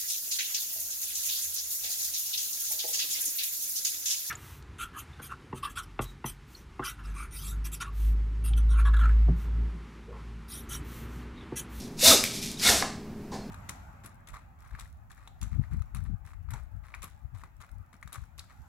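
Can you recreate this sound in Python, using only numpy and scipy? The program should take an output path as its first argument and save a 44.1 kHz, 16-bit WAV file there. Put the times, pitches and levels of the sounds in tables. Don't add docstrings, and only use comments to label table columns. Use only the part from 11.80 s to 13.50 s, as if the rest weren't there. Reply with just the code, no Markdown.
import sys
import numpy as np
from scipy import signal
from scipy.fft import rfft, irfft, next_fast_len
from scipy.io import wavfile
from scipy.ndimage import uniform_filter1d, map_coordinates

SR = 44100
rng = np.random.default_rng(int(sys.argv[2]) if len(sys.argv) > 2 else 0)


def master(y):
    cut = np.clip(np.atleast_2d(y).T, -1, 1)
    pcm = np.round(cut * 32767)
    wavfile.write(sys.argv[1], SR, pcm.astype(np.int16))


N = 74970


def amp(db):
    return 10 ** (np.asarray(db) / 20)


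def unit(x):
    return x / np.sqrt(np.mean(x ** 2) + 1e-20)


def along(points, hz):
    f, v = np.transpose(points)
    return np.interp(np.log(hz + 1), np.log(f + 1), v)


def curves(rows):
    s, *cols = np.transpose(rows)
    return [np.interp(np.arange(N) / SR, s, c) for c in cols]


def wobble(rate):
    knots = rng.standard_normal(int(N * rate / SR) + 4)
    return map_coordinates(knots, [np.arange(N) * rate / SR])


def filtered(x, response):
    m = next_fast_len(N + SR // 2)
    return irfft(rfft(x, m) * response(np.fft.rfftfreq(m, 1 / SR)), m)[..., :N]


def coloured(x, points):
    return unit(filtered(x, lambda hz: amp(along(points, hz))))


def resonance(f, hz, width_hz):
    return 1j * f * width_hz / (hz * hz - f * f + 1j * f * width_hz)


def decay(start, t60):
    t = np.arange(N) / SR - start
    return (t >= 0) * amp(-60 * np.maximum(t, 0) / t60)


def ring(start, hz, t60):
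    return decay(start, t60) * np.sin(2 * np.pi * hz * (np.arange(N) / SR - start))


def swell(s, hz, width_s):
    t = np.arange(N) / SR - s
    return np.exp(-(t / width_s) ** 2) * np.sin(2 * np.pi * hz * t + .5 * wobble(160))


def coolers():
    # f/Hz, level/dB
    fan_colour = [(30, 1), (45, -4.5), (100, -1.5), (140, 2), (230, 2.5), (340, -4.5), (420, -5.5),
                  (500, -14), (700, -15.5), (2600, -27.5), (3600, -34.5), (5000, -34), (9000, -45.5)]
    # f/Hz, level/dB
    motor_tones = [(209, -46.5), (236, -47), (411, -51.5)]
    fan_db, waver_db = -41.5, 1
    t = np.arange(N) / SR
    hum = np.zeros(N)
    for hz, db in motor_tones:
        level = amp(db + waver_db * wobble(9.5))
        hum += level * np.sin(2 * np.pi * hz * t + 0.8 * wobble(9))
    return amp(fan_db) * coloured(rng.standard_normal(N), fan_colour) + hum


def room(x):
    # f/Hz, t60/s
    reverb_times = [(4000, 0.5), (8000, 0.44), (14000, .25)]
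    room_db, first_wall_s = -6, 0.0024
    hz, t, z = signal.stft(rng.standard_normal(SR * 2 // 3), SR, nperseg=256)
    fade = amp(-60 * t / along(reverb_times, hz)[:, None])
    tail = signal.istft(z * fade, SR, nperseg=256)[1]
    tail = tail * (np.arange(len(tail)) / SR > first_wall_s)
    return amp(room_db) * signal.fftconvolve(x, tail / np.linalg.norm(tail))[:N]


def lift():
    # t/s, level/dB
    scuff = [(1.512, -67), (1.519, -43), (1.545, -39), (1.575, -45), (1.61, -53), (1.7, -62.5)]
    # f/Hz, level/dB
    scuff_colour = [(300, 2.5), (900, 2), (1200, -13), (1650, -7), (2900, -15.5), (4500, -9.5), (6500, -12),
                    (13000, -30.5)]
    start_hz, octaves_per_s, hollow_db = 1000, 8, -6
    level_db, = curves(scuff)
    sinking_s = np.maximum(np.arange(N) / SR - scuff[1][0], 0)
    hz = start_hz * 2 ** (-octaves_per_s * sinking_s)
    hollow = unit(wobble(290) * np.sin(2 * np.pi * np.cumsum(hz) / SR))
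    return amp(level_db) * (coloured(rng.standard_normal(N), scuff_colour) + amp(hollow_db) * hollow)


def knock():
    # f/Hz, level/dB, t60/s
    knock_modes = [(777, 1, 0.027), (1043, -5, 0.042), (1220, -2.5, 0.028), (1700, 1, 0.016),
                   (2130, -1, 0.013)]
    start_s, knock_db, crack_db, rise_s = 1.024, -20.5, -7, 0.0005
    modes = np.zeros(N)
    for k, (hz, db, t60) in enumerate(knock_modes):
        modes += (-1) ** k * amp(db) * ring(start_s, hz, t60)
    rise = 1 - np.exp(-np.maximum(np.arange(N) / SR - start_s, 0) / rise_s)
    crack_colour = [(300, -0.5), (2000, 6), (5500, 13.0), (9000, -28)]  # f/Hz, level/dB
    crack = decay(start_s, 0.016) * coloured(rng.standard_normal(N), crack_colour)
    return amp(knock_db) * (rise * modes + amp(crack_db) * crack)


def catches():
    # t/s, level/dB, ring f/Hz, relative ring level/dB, top of the crack f/Hz
    snags = [(0.4396, -8, 2380, -2.5, 12700), (0.716, -23, 6300, -6, 10000)]
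    t60_s, crack_low_hz = 0.0066, 2800
    out = np.zeros(N)
    for s, db, hz, ring_db, top_hz in snags:
        def band(f):
            return (f / np.hypot(f, crack_low_hz)) ** 2 / np.sqrt(1 + (f / top_hz) ** 8)
        crack = unit(filtered(rng.standard_normal(N), band))
        out += amp(db) * (.5 * decay(s, t60_s) * crack + amp(ring_db) * ring(s, hz, t60_s))
    return out


def pulls():
    # t/s, level/dB
    pull_levels = [(0, -45.5), (.07, -53.5), (.11, -69), (.40, -53), (.45, -33), (.50, -43.5), (.56, -37),
                   (.61, -45), (.638, -33.5), (.68, -41.5), (.73, -45), (.77, -56.5), (.80, -36),
                   (.83, -76)]
    # f/Hz, level/dB
    pull_colour = [(300, -36), (1700, -13.5), (2300, -1), (2850, -6), (3500, 0.5), (5500, 1), (8000, -4),
                   (12500, -7.5), (15500, -24.5)]
    level_db, = curves(pull_levels)
    grit = rng.standard_normal(N) * amp(3.0 * wobble(600))
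    return amp(level_db) * coloured(grit, pull_colour)


def squeals():
    # t/s, f/Hz, peak level/dB, half-length/s (down to 1/e)
    grips = [(0.267, 3677, -10.5, 0.0059), (.282, 3920, -12, 0.0029), (0.318, 1265, -21.5, 0.0069),
             (.775, 3790, -37.5, .003), (0.804, 5006, -31, 0.0029), (0.8714, 3720, -10.5, 0.0014),
             (0.885, 3850, -22, 0.0012), (.891, 1826, -17.5, 0.0034), (1.623, 4255, -51, 0.012)]
    return sum(amp(db) * swell(s, hz, width_s) for s, hz, db, width_s in grips)


def bite():
    return amp(-26.5) * ring(start=.228, hz=510, t60=.1)


def teeth(rate):
    jitter_s, scatter_db = .00002, 1.5
    chip_s = 0.00057
    turns = np.cumsum(rate) / SR
    chance = rng.standard_normal((2000, 2))[:int(turns[-1])]
    at = np.interp(np.arange(len(chance)), turns, np.arange(N)) + jitter_s * SR * chance[:, 0]
    at = np.clip(np.round(at), 0, N - 1).astype(int)
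    strength = amp(scatter_db * chance[:, 1]) / np.sqrt(rate[at])
    strikes = np.bincount(at, strength, N)
    energy = signal.lfilter([1], [1, -np.exp(-1 / (chip_s * SR))], strikes ** 2)
    crunch = unit(np.sqrt(energy) * rng.standard_normal(N))
    clean = unit(strikes - uniform_filter1d(strikes, size=200))
    return clean, crunch


def bone_rasp(k, rate, level_db, crunch):
    # f/Hz, level/dB
    rasp_colours = [
        [(300, -32.5), (900, -14.5), (1800, -8), (2700, -1), (3250, -12), (3550, 2), (4400, 0), (5500, 1.5),
         (8000, -1.5), (12500, -3), (15500, -15)],
        [(300, -22), (900, -17), (1800, -3.5), (2700, -2), (3250, -3), (3550, -1), (4400, 0.5), (5500, 1),
         (8000, -1.5), (12500, -6), (15500, -20)],
    ]
    grit_db, treble_hz, treble_db_per_octave = -0.5, 9400, 8.5
    gritty = crunch * amp(grit_db * wobble(400))
    rasp = amp(level_db) * coloured(gritty, rasp_colours[k])
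    treble = filtered(rasp, lambda f: 1 - 1 / (1 + (f / treble_hz) ** 6))
    treble_gain = amp(treble_db_per_octave * np.log2(rate / rate.max()))
    return rasp + (treble_gain - 1) * treble


def blade_ring(k, level_db, strikes, rasp):
    # f/Hz, width/Hz, first push level/dB, second push level/dB
    blade_modes = [(1490, 50, -26, -4), (2167, 90, -18, -3), (3575, 30, 4, 0.5), (3626, 54, 3, -1.5),
                   (3844, 48, 1, -1), (4153, 70, -1.5, -2)]
    high_modes = [4893, 5510, 5940, 6750, 8003, 12600]
    strike_db, high_width_hz, high_db = -6, 22, 1

    def steel(f):
        return sum(amp(dbs[k]) * resonance(f, hz, width) for hz, width, *dbs in blade_modes)

    def overtones(f):
        return sum(resonance(f, hz, high_width_hz) for hz in high_modes)

    drive = rng.standard_normal(N) + amp(strike_db) * strikes
    return amp(level_db) * unit(filtered(drive, steel)) + amp(high_db) * filtered(rasp, overtones)


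def tooth_whine(rate, level_db):
    phase = 2 * np.pi * np.cumsum(rate) / SR + 0.54 * wobble(220)
    return amp(level_db + 2.2 * wobble(140)) * np.sin(phase)


def carcass_shake(rate, level_db, strikes):
    # f/Hz, level/dB
    carcass_colour = [(40, -16.5), (130, -11), (230, 4), (340, -5.5), (480, 1), (830, -2.5), (1280, -5.5),
                      (1700, -8), (4000, -41)]
    strike_db, thud_hz, thud_db, thud_power = -4.5, 65.4, -7.5, 6
    drive = rng.standard_normal(N) + amp(strike_db) * strikes
    shake = amp(level_db) * coloured(drive, carcass_colour)
    thud = unit(filtered(rng.standard_normal(N), lambda f: resonance(f, thud_hz, thud_hz) ** 2))
    return shake + amp(level_db + thud_db) * (rate / rate.max()) ** thud_power * thud


def pushes():
    # t/s, tooth rate f/Hz, rasp level/dB, carcass level/dB,
    # blade ring level/dB, tooth tone level/dB
    strokes = [
        [(.168, 300, -54, -65, -73, -84), (.195, 378.1, -35, -60.5, -54.5, -56),
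         (.226, 520.2, -25, -60, -32, -53), (.234, 592.7, -21, -51, -26.5, -27.5),
         (.263, 644.6, -15, -27, -25, -27), (.285, 665, -15, -27.5, -19.5, -23),
         (.314, 642.4, -18, -23.5, -21, -35), (.335, 512, -18.5, -27, -25, -34),
         (.36, 376, -24.5, -38, -32, -27), (.41, 217, -33.5, -63, -60, -76), (.46, 120, -49, -65, -71, -78)],
        [(.785, 300.1, -58, -72, -74, -79), (.805, 419.8, -37.5, -57, -59, -74),
         (.835, 600.5, -26, -46, -34.5, -54), (.87, 721.5, -22, -31, -23, -46),
         (.895, 734.6, -20, -30, -32, -51), (.935, 702.2, -27, -29.5, -42, -31),
         (.985, 567, -30.5, -43, -54, -52.5), (1.02, 397.5, -33.5, -39, -50.5, -56),
         (1.05, 306.3, -58, -34.5, -71, -67.5)],
    ]
    grind, sing, t = np.zeros(N), np.zeros(N), np.arange(N) / SR
    for k, stroke in enumerate(strokes):
        rate, rasp_db, carcass_db, ring_db, tone_db = curves(stroke)
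        strikes, crunch = teeth(rate)
        rasp = bone_rasp(k, rate, rasp_db, crunch)
        blade = blade_ring(k, ring_db, strikes, rasp)
        whine = tooth_whine(rate, tone_db)
        carcass = carcass_shake(rate, carcass_db, strikes)
        cutting = (t > stroke[0][0]) & (t < stroke[-1][0])
        grind += cutting * (rasp + carcass)
        sing += cutting * (blade + whine)
    return grind, sing


def scene():
    # f/Hz, level/dB
    side_colour = [(150, -3), (1000, -4.5), (2200, -39), (5000, 7.5)]
    width_db = -20.5
    sing_room_db = -6.5
    grind, sing = pushes()
    sing = sing + squeals() + bite()
    skate = pulls() + catches()
    release = knock() + lift()
    into_room = [grind + amp(sing_room_db) * sing, skate, release]
    direct = grind + sing + skate + release
    mid = direct + sum(room(x) for x in into_room) + coolers()
    side = amp(width_db) * filtered(room(sum(into_room)), lambda hz: amp(along(side_colour, hz)))
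    return np.array([mid + side, mid - side])


def record(dry):
    # f/Hz, level/dB
    noise_colour = [(500, -1.5), (2000, -14.5), (4500, -1), (15000, -2.5)]
    noise_db, ceiling, top_hz = -63.5, .8, 15650
    x = dry + amp(noise_db) * coloured(rng.standard_normal((2, N)), noise_colour)
    x = x / (1 + (x / ceiling) ** 8) ** (1 / 8)
    return filtered(x, lambda hz: hz < top_hz)


dry = scene()
out = record(dry)
master(out)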